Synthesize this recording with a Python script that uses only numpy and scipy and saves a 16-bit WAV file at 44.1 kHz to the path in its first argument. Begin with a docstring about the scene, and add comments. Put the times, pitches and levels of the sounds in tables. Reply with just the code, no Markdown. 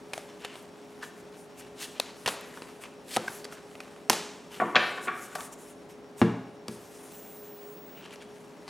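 """Tarot cards are dealt onto a wooden table, close by, in a quiet room with a steady hum and a faint whirr.
From the start, friction makes the cards rasp, hiss and swish off the deck, and bent edges snap free.
From 2.3 s, blows excite the modes of the table top; at 4.6 s something hollow is knocked and rings.
The deck thumps down at 6.2 s. One card is then drawn away over the others while a thin high whine
comes and goes (7.1 to 8 s), and a few light snaps end the scene."""
import sys
import numpy as np
from scipy import signal
from scipy.fft import rfft, irfft, next_fast_len
from scipy.io import wavfile

SR = 44100
rng = np.random.default_rng(int(sys.argv[2]) if len(sys.argv) > 2 else 0)


def wrap_up_sound(samples):
    """Save the sound to the file named by the first command line argument, as 16-bit audio."""
    columns = np.atleast_2d(samples).T
    # keep every value between -1 and 1, then stretch to whole-number steps
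    tamed = np.clip(columns, -1, 1)
    steps = np.round(tamed * 32767).astype(np.int16)
    wavfile.write(sys.argv[1], SR, steps)


N = 383229
TIME = np.arange(N) / SR
RING_TIME = np.arange(SR) / SR


def amp(db):
    """Decibels to amplitude ratio."""
    return 10 ** (np.asarray(db) / 20)


def unit_energy(x):
    """Normalise to a total energy of one."""
    return x / np.sqrt(np.sum(x ** 2) + 1e-20)


def at_hz(points, hz):
    """Interpolate a table on a log-frequency axis."""
    table = np.array(points)
    return np.interp(np.log(np.maximum(hz, 1)), np.log(table[:, 0]), table[:, 1])


def add(track, s, sound):
    """Superpose a sound on a track at time s."""
    start = max(round(s * SR), 0)
    track[start:start + len(sound)] += sound[:max(N - start, 0)]


def tint(x, colour, tilt_db=0):
    """Minimum-phase filter with the given spectrum, tilted per octave above 500 Hz."""
    size = next_fast_len(2 * len(x), real=True)
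    hz = np.maximum(np.fft.rfftfreq(size, 1 / SR), 20)
    gain_db = at_hz(colour, hz) + tilt_db * np.log2(np.maximum(hz, 500) / 2000)
    cepstrum = irfft(np.log(amp(gain_db)), size)
    cepstrum[1:size // 2] *= 2   # folding the cepstrum makes the filter causal
    cepstrum[size // 2 + 1:] = 0
    return irfft(rfft(x, size) * np.exp(rfft(cepstrum)), size)[:len(x)]


def soften(x, hz, order=2):
    """A compliant contact acts as a low-pass filter."""
    return signal.sosfilt(signal.butter(order, hz, fs=SR, output="sos"), x)


def resonate(x, hz, db):
    """A resonance lifts a narrow band around its frequency."""
    return x + (amp(db) - 1) * signal.lfilter(*signal.iirpeak(hz, Q=5.0, fs=SR), x)


def noise(colour):
    """Stationary noise with the given spectrum; rms 1."""
    size = next_fast_len(N, real=True)
    shaped = rfft(rng.standard_normal(size)) * amp(at_hz(colour, np.fft.rfftfreq(size, 1 / SR)))
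    return unit_energy(irfft(shaped, size)[:N]) * np.sqrt(N)


def drift(rate):
    """Random fluctuation through `rate` values a second, with a spread near one."""
    return np.interp(TIME * rate, np.arange(N // 20), rng.standard_normal(N // 20))


def decay(t60, size=SR):
    """Exponential damping: 60 dB down after t60 seconds."""
    return np.exp(-np.log(1000) * RING_TIME[:size] / t60)


def contact(t60, scatter, size=SR):
    """An impulse followed by a decaying flurry of micro-impacts."""
    flurry = scatter * unit_energy(rng.standard_normal(size) * decay(t60, size))
    flurry[0] += 1
    return flurry


def ringing(modes):
    """Free vibration is a sum of damped modes, here alternating in sign; energy 1."""
    return unit_energy(sum((-1) ** k * amp(db) * decay(t60) * np.sin(2 * np.pi * hz * RING_TIME)
                           for k, (hz, db, t60) in enumerate(modes)))


# room noise spectrum: (frequency [Hz], relative level [dB])
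AIR = [(25, -44), (45, -24), (80, -18.5), (110, -16.5), (170, -6), (260, -7), (400, -7.5), (600, -11),
       (800, -12.5), (1300, -21), (2500, -28.5), (6000, -35), (11000, -49.5), (16000, -48.5)]
# hum partials: (frequency [Hz], rms level [dB])
HUM = [(60, -75.5), (262, -61.5), (415, -53.5), (576, -63)]


def background():
    """Broadband room noise under a hum whose partials waver in amplitude and phase."""
    hum = sum(amp(db + 2.4 * drift(rate=7)) * np.sin(2 * np.pi * hz * TIME + 0.69 * drift(rate=7.3))
              for hz, db in HUM)
    return amp(-51.0) * noise(AIR) + np.sqrt(2) * hum


def whirr_pulse(period_s=.13347, peak_s=.054):
    """A rounded square wave between 0 and 1."""
    return .5 + .5 * np.tanh(2 * np.cos(2 * np.pi * (TIME - peak_s) / period_s))


def whirr(hz=5550, db=-71.5):
    """Amplitude modulation makes a faint electronic tone pulse."""
    return amp(db) * np.sqrt(2) * whirr_pulse() * np.sin(2 * np.pi * hz * TIME)


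# restlessness of the fingers: (time [s], relative level [dB])
FIDGET = [(0, 0), (1.1, 0.5), (1.5, -2), (2.7, 5.5), (3.0, -4.5), (3.9, 0.5), (4.3, -0.5), (6.6, -8),
          (7.1, -0.5), (7.85, -3.5), (8.69, -1)]


def fidget():
    """Amplitude envelope of the small finger movements between strokes."""
    return amp(np.interp(TIME, *np.transpose(FIDGET)))


# spectrum of edge friction: (frequency [Hz], relative level [dB])
RASP = [(400, -28), (900, 4.5), (1700, 2), (3000, -2), (5000, -7), (8000, -10.5), (16000, -33.5)]


def ticks(per_second=8.2):
    """Edges catch and release under the fingers as a Poisson process."""
    caught = rng.random(N) < per_second / SR
    touches = caught * fidget() * amp(-37 + 5.5 * rng.standard_normal(N))
    tick = tint(contact(t60=.012, scatter=2.5, size=2048), RASP, tilt_db=-2.5)
    return signal.fftconvolve(touches, unit_energy(tick))[:N]


def flutter(t60, peel_s=0.00036, size=4096):
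    """A noise transient builds as an edge peels free, then decays."""
    release = 1 - np.exp(-RING_TIME[:size] / peel_s)
    return unit_energy(rng.standard_normal(size) * release * decay(t60, size))


# card edges snapping: (time [s], level [dB], flutter T60 [s], tilt [dB/octave], room send [dB],
# card resonance [Hz])
SNAPS = [(0.1336, -6, 0.032, -0.5, -8.5, 2280), (0.1784, -9, 0.0036, -2.5, -8, 670),
         (0.4473, -7.5, 0.03, -2, -11, 2920), (0.555, -17.5, 0.013, -3.5, -7, 3150),
         (0.626, -36, .005, 9, -13, 12000), (1.999, 1.5, 0.011, 0.5, -12.5, 4130),
         (2.26, 0, 0.041, -2.5, -3.5, 2680), (2.276, -0.5, 0.01, -2, -4.5, 3930),
         (2.279, -1, 0.014, -1.5, -12, 1400), (2.2851, -3.5, 0.035, -0.5, -19, 2810),
         (2.41, -26, .005, 11, -18, 12000), (2.5729, -17, 0.035, -3.5, -4, 1520),
         (2.6206, -13, 0.0062, -3.5, -21, 2970), (2.8365, -16, 0.028, -1.5, -11, 2580),
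         (3.1637, -1, 0.0039, -3, -20, 10000), (3.1677, 4, 0.012, -3, -9.5, 734),
         (3.28, -13, .012, -1.5, 0.5, 1600), (3.4433, -16, 0.035, 1.5, -19, 5030),
         (3.4513, -14.5, 0.011, -3, -4, 5070), (3.523, -16.5, 0.037, -2, -3.5, 1290),
         (3.753, -20.5, 0.023, -2, -19, 2830), (3.803, -14, 0.022, -1.5, -6.5, 2530),
         (4.098, 9, 0.0055, 1.9, -11.5, 5650), (4.101, 6.5, 0.0077, 0.5, -3.5, 890),
         (4.13, -2, 0.018, 1.5, -9, 820), (5.352, -8.5, 0.043, 1.5, -8, 1450),
         (5.4062, -15, 0.017, 0, -24, 1230), (6.216, -10.5, .02, -1.5, -2, 1215),
         (6.682, -13, 0.01, 2, -7, 5060), (8.062, -26, .012, -3, -4, 1750),
         (8.108, -26, 0.011, -1, -4, 3200), (8.158, -27, 0.012, -1, -9, 5540),
         (8.222, -25.5, 0.017, -2, -14, 1900), (8.678, -17, 0.082, -3, 4, 4400)]
# snap spectrum: (frequency [Hz], relative level [dB])
SNAP_SPECTRUM = [(100, -11), (300, -1.5), (650, 4), (1300, 2.5), (3500, -1), (7000, -5), (11000, -6.5),
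                 (16000, -27)]


def snaps():
    """A bent edge releases its elastic energy at once; each snap has the reflections of its own spot."""
    out = np.zeros(N)
    for s, db, t60, tilt_db, room_db, note_hz in SNAPS:
        note_db = 8.5 - 0.13 * db   # the resonance stands out more in light snaps
        snap = tint(flutter(t60), SNAP_SPECTRUM, tilt_db)
        click = tint(signal.unit_impulse(1024), SNAP_SPECTRUM, tilt_db + 0.11)
        tail = signal.fftconvolve(resonate(click, note_hz, note_db / 2), reflections())
        add(out, s, amp(db) * unit_energy(resonate(snap, note_hz, note_db)))
        add(out, s, amp(db + room_db) * unit_energy(tail))
    return out


# reverberation time of the room: (frequency [Hz], T60 [s])
ROOM_T60 = [(100, 0.83), (400, 0.86), (1500, 0.67), (5000, 0.76), (10000, .45), (16000, 0.1)]


def reflections():
    """Impulse response of a diffuse field, each octave decaying at its own rate; energy 1."""
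    tail = np.zeros(SR)
    edges_hz = 62.5 * 2 ** np.arange(9)
    white = rng.standard_normal((2, SR))
    for k, (low, high) in enumerate(zip(edges_hz, edges_hz[1:])):
        band = signal.sosfilt(signal.butter(2, [low, high], "band", fs=SR, output="sos"), white[k % 2])
        tail += band * decay(at_hz(ROOM_T60, np.sqrt(low * high)))
    build_up = 1 - np.exp(-RING_TIME / 0.00067)
    return unit_energy(tail * build_up)


def room(x):
    """A stationary source reverberates by convolution with one impulse response."""
    return signal.fftconvolve(x, reflections())[:N]


def stroke(s, db, rise, fall):
    """Friction noise follows hand speed: a Gaussian swell with separate rise and fall."""
    width = np.where(TIME < s, rise, fall)
    return amp(db) * np.exp(-np.minimum(((TIME - s) / width) ** 2, 20))


def together(gains):
    """Incoherent sources add in power."""
    return np.sqrt(sum(gain ** 2 for gain in gains))


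def flexing(x, patchy_db):
    """Bending shifts a card's resonances, so narrow bands of its friction rise and sink; rms 1."""
    lifts = np.zeros(N)
    for hz in np.geomspace(2500, 12500, 12):
        band = signal.lfilter(*signal.iirpeak(hz, Q=8, fs=SR), x)
        lifts += (amp(patchy_db * drift(rate=22)) - 1) * band
    return unit_energy(x + lifts) * np.sqrt(N)


# card faces sliding: (time of top speed [s], relative level [dB], rise [s], fall [s])
SLIDES = [(0.14, -54.5, 0.0074, 0.12), (0.415, -58, .025, 0.022), (0.575, -57, 0.02, 0.071),
          (1.07, -53, .03, .03), (1.2, -58.5, .04, 0.027), (1.375, -55.5, .012, 0.078),
          (1.6, -48.5, 0.026, 0.011), (1.87, -53, .02, 0.091), (2.19, -54.5, 0.024, 0.12),
          (2.305, -40.5, .02, 0.042), (2.48, -56, .025, .015), (2.57, -55, .04, 0.04),
          (2.83, -50, .02, 0.016), (3.335, -45.5, 0.1, 0.081), (3.53, -50, .015, .025),
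          (3.72, -63, 0.092, .12), (4.53, -51, .02, 0.16), (4.83, -52, 0.087, 0.16),
          (5.04, -46, 0.023, 0.036), (5.22, -47.5, 0.071, 0.071), (5.45, -44, 0.11, 0.025),
          (5.53, -44, 0.011, 0.012), (5.61, -51.5, 0.026, 0.034), (5.7, -52, 0.062, 0.027),
          (5.9, -58, 0.013, .04), (6.195, -44.5, 0.017, 0.026), (6.74, -55.5, .04, 0.19),
          (7.1, -52, 0.25, 0.11), (7.32, -56, 0.16, 0.16), (7.68, -63, 0.17, 0.14), (8.14, -54, .015, .015),
          (8.38, -66, 0.09, 0.13)]
# spectrum of face friction: (frequency [Hz], relative level [dB])
HISS = [(1500, -4.5), (4500, -10.5), (7000, -3.5), (10000, -2.5), (13000, -10), (16000, -19)]


def slides(catch, grain):
    """Sliding friction between smooth faces gives a fairly even hiss."""
    strokes = together(stroke(*row) for row in SLIDES)
    envelope = together([amp(-66) * fidget(), strokes])
    roughness = amp(-2.2 + 1.1 * catch + 1.6 * grain)
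    return envelope * roughness * flexing(noise(HISS), patchy_db=3.0)


# edges scraping the deck: (time of top speed [s], relative level [dB], rise [s], fall [s], resonance [Hz])
SCRAPES = [(0.3, -47, .018, 0.014, 3400), (0.44, -45, 0.039, 0.023, 2800), (0.51, -48, 0.033, 0.081, 2800),
           (1.035, -40.5, .018, .014, 1600), (1.62, -51.5, 0.054, 0.055, 2600),
           (1.812, -49, 0.032, 0.023, 3000), (1.965, -45.5, 0.019, 0.032, 3000),
           (2.07, -49.5, .05, 0.075, 4000), (2.46, -50.5, 0.088, 0.14, 1960),
           (2.85, -49, 0.032, 0.022, 2600), (3.22, -49.5, .03, 0.15, 1500), (3.57, -50.5, .08, 0.025, 1490),
           (3.84, -57, 0.036, 0.074, 2500), (4.53, -45, 0.027, 0.12, 3000),
           (5.34, -49.5, 0.067, 0.09, 1400), (5.9, -58, .008, 0.023, 2500), (8.05, -49, 0.089, 0.048, 2870),
           (8.135, -46.5, 0.028, 0.016, 2700), (8.22, -50.5, .018, 0.014, 3100)]


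def scrapes(catch, grain):
    """Uneven friction at an edge rasps and drives a resonance of the card."""
    friction = noise(RASP)
    rasp = amp(-58.5) * fidget() * noise(RASP)
    for s, db, rise, fall, note_hz in SCRAPES:
        coloured = resonate(friction, note_hz, db=9)
        rasp += stroke(s, db, rise, fall) * coloured / coloured.std()
    return rasp * amp(-4.0 + 2.5 * catch + 3.2 * grain)


# cards leaving the deck: (time of top speed [s], relative level [dB], rise [s], fall [s])
SWISHES = [(1.04, -45, 0.014, 0.027), (1.842, -33.5, 0.046, 0.014), (3.155, -34.5, 0.059, 0.015),
           (6.211, -49, 0.02, .006)]
# swish spectrum: (frequency [Hz], relative level [dB])
SWISH_SPECTRUM = [(400, -15.5), (1200, -3.5), (3000, 3), (5500, -2), (9000, -1.5), (12000, -7),
                  (16000, -18)]


def swishes(grain):
    """Fast sliding gives a short burst of broadband friction noise."""
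    envelope = together(stroke(*row) for row in SWISHES)
    return envelope * amp(-3.5 + 2.3 * grain) * flexing(noise(SWISH_SPECTRUM), patchy_db=2.5)


def rubbing():
    """Surface roughness modulates card-on-card friction: slow catches and fine grain."""
    catch, grain = drift(rate=49), drift(rate=900)
    return scrapes(catch, grain) + slides(catch, grain) + swishes(grain)


# bent cards buzzing: (centre time [s], peak level [dB], frequency [Hz], half-width [s])
CHIRPS = [(1.9993, -19, 650, 0.001), (3.173, -28, 700, 0.0043), (3.175, -27, 1240, 0.0054),
          (3.198, -36, 500, 0.0085), (3.282, -24, 1620, 0.0032)]


def chirps():
    """Stick-slip oscillation lasting a few unsteady cycles."""
    out, t = np.zeros(N), RING_TIME[:SR // 5]
    for s, db, hz, half_width in CHIRPS:
        wander = np.cumsum(rng.standard_normal(len(t))) * 3.3 * hz / SR   # the slips keep no exact time
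        swell = np.exp(-np.minimum(((t - t.mean()) / half_width) ** 2, 20))
        add(out, s - t.mean(), amp(db) * swell * np.sin(2 * np.pi * hz * t + wander))
    return out


# blows on the table: (time [s], level [dB], contact cut-off [Hz], relative ring [dB], bass cut-off [Hz])
THUMPS = [(2.2597, -14, 1500, -1, 160), (3.1680, -5, 1460, -3.5, 115), (4.1003, -1.5, 2500, -0.5, 226),
          (4.619, -7, 600, 8, 230), (4.76, -4, 800, 2, 190), (6.2162, 10, 2430, 5, 74.9),
          (6.2268, 2, 302, -3, 75), (6.684, -10.5, 3000, 3, 90)]
# modes of the table top: (frequency [Hz], relative level [dB], T60 [s])
TABLE_MODES = [(97, -16, 0.2), (120.5, -2, 0.54), (179.4, 0.5, 0.35), (221.8, 7, 0.29), (260, -16, 0.19),
               (324, -6.5, 0.13), (348, 0.5, 0.24), (457, -2.5, 0.28), (665, -29, 0.17)]
# spectrum of an impact on the wood: (frequency [Hz], relative level [dB])
TABLE_CLACK = [(50, -30.5), (100, -4), (300, 6), (600, -4.5), (1100, -8.5), (2500, -13.5), (6000, -23),
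               (16000, -37)]


def thumps():
    """Impacts of hand and deck excite the low modes of the wooden top; returns clacks and rings."""
    clacks, rings = np.zeros((2, N))
    top = ringing(TABLE_MODES)
    for s, db, cut_hz, ring_db, low_hz in THUMPS:
        # a light blow barely moves the lowest modes
        bass_cut = signal.butter(2, low_hz, "high", fs=SR, output="sos")
        clack = unit_energy(tint(contact(t60=0.082, scatter=1.0), TABLE_CLACK))
        add(clacks, s, amp(db) * signal.sosfilt(bass_cut, soften(clack, cut_hz)))
        add(rings, s, amp(db + ring_db) * signal.sosfilt(bass_cut, soften(top, cut_hz)))
    return clacks, rings


# knocks on the hollow body: (time [s], relative level [dB], contact cut-off [Hz], spot resonance [Hz])
KNOCKS = [(4.6, 3.5, 1920, 1380), (4.6087, -2.5, 2150, 1250), (4.6173, 7.5, 1050, 670),
          (4.622, 3, 1300, 1050), (4.7482, 1.5, 2000, 1090), (4.756, 8.5, 4850, 3120),
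          (4.7625, 11.5, 4180, 1660), (4.978, -6, 2200, 1400), (5.073, -1, 2200, 1180),
          (5.0809, 1, 2420, 1460), (5.0852, -4, 2200, 1180), (5.354, -7, 1590, 715),
          (5.385, -11, 1500, 1070)]
# modes of the hollow body: (frequency [Hz], relative level [dB], T60 [s])
HOLLOW_MODES = [(553, 0, 0.5), (616, 6, 0.24), (734, 6.5, 0.64), (1100, 10, 0.4), (1132, 9.5, 1),
                (1164, 4.5, 0.95), (1180, 8, 0.36), (1415, 3.5, 1), (1490, 4, 0.36), (1800, 9, 0.45),
                (1880, 3.5, 0.57), (2140, -2, 0.99), (2330, 7, 0.86), (2440, 10, 0.21), (2580, -25, 0.23),
                (2600, 7, 0.83), (2910, -7, 1), (3300, 6, 0.53), (3677, -40, 0.57), (3900, -15, .7),
                (4490, -16, 0.49)]
# spectrum of an impact on it: (frequency [Hz], relative level [dB])
HOLLOW_CLACK = [(80, -36), (200, -6.5), (600, 0), (1300, -0.5), (3400, -5.5), (5200, -11), (6300, -11.5),
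                (16000, -14)]


def knocks():
    """Bouncing impacts excite a hollow body, harder ones its higher modes; returns clacks and rings."""
    clacks, rings = np.zeros((2, N))
    hz, mean_db, t60 = np.transpose(HOLLOW_MODES)
    for s, db, cut_hz, spot_hz in KNOCKS:
        mode_db = mean_db + 2.2 * rng.standard_normal(len(hz))   # each spot favours other modes
        clack = resonate(tint(contact(t60=0.036, scatter=3.0), HOLLOW_CLACK), spot_hz, db=5)
        damped = resonate(ringing(zip(hz, mode_db, 0.053 * t60)), spot_hz, db=13.5)
        free = ringing(zip(hz, mode_db, t60))
        ring = amp(-3.5) * unit_energy(damped) + amp(-9.0) * free   # the touch damps most of it at once
        add(clacks, s, amp(db) * soften(unit_energy(clack), cut_hz, order=4))
        add(rings, s, amp(db) * soften(ring, cut_hz, order=4))
    return clacks, rings


# tones of the whine: (start [s], end [s], frequency [Hz], rms level [dB])
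WHINE = [(7.12, 7.57, 15395, -52), (7.57, 8.0, 15628, -54)]


def whine():
    """A pure tone near the upper limit of hearing steps up once in frequency."""
    out = np.zeros(N)
    for on, off, hz, db in WHINE:
        gate = np.interp(TIME, [on - .01, on + .03, off - .01, off + .03], [0, 1, 1, 0])
        out += amp(db) * np.sqrt(2) * gate * np.sin(2 * np.pi * hz * TIME)
    return out


# where the cards are handled: (time [s], left minus right level [dB])
HAND_PAN = [(0, 1), (2.3, 0.9), (3.1, 1.5), (3.3, 0.5), (4.1, -0.3), (4.5, 1), (8.6, 1.6)]
# hiss that differs between the sides: (frequency [Hz], relative level [dB])
SIDE_HISS = [(25, -12), (60, -11), (170, -0.5), (400, 0), (800, -6.5), (1400, -11.5), (3100, -18),
             (6000, -30), (11000, -37), (16000, -38)]


def scene():
    """Level differences place the cards at the hand, the rest slightly left; a side signal adds width."""
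    thump, table_ring = thumps()
    knock, hollow_ring = knocks()
    rub, snap = rubbing(), snaps()
    sent = amp(-7.5) * thump + amp(-4.0) * knock + amp(-10.5) * rub
    cards = snap + rub + chirps() + ticks()
    impacts = thump + table_ring + amp(-1.5) * knock + hollow_ring
    rest = impacts + room(sent) + background() + whine() + whirr()
    side = amp(-21.5) * room(sent + amp(-13.0) * cards)
    side += amp(-61.5 + 0.81 * whirr_pulse()) * noise(SIDE_HISS)
    # close sounds reach the two sides a fraction of a sample apart
    side += np.gradient(amp(-15.5) * snap + amp(-20) * rub + amp(-7.5) * (knock + thump))
    left_right = np.array([[1], [-1]])
    pan_db = np.interp(TIME, *np.transpose(HAND_PAN))
    return cards * amp(left_right * pan_db / 2) + rest * amp(left_right * 0.39) + left_right * side


def record(dry):
    """Band limiting and saturation: the microphone sheds deep bass, clips at full scale and cuts the top."""
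    bass_cut = signal.butter(2, 55, "high", fs=SR, output="sos")
    treble_cut = signal.ellip(10, .1, 80, 15900, fs=SR, output="sos")
    clipped = np.clip(signal.sosfilt(bass_cut, dry), -1, 1)
    return signal.sosfilt(treble_cut, clipped)


dry = scene()
out = record(dry)
wrap_up_sound(out)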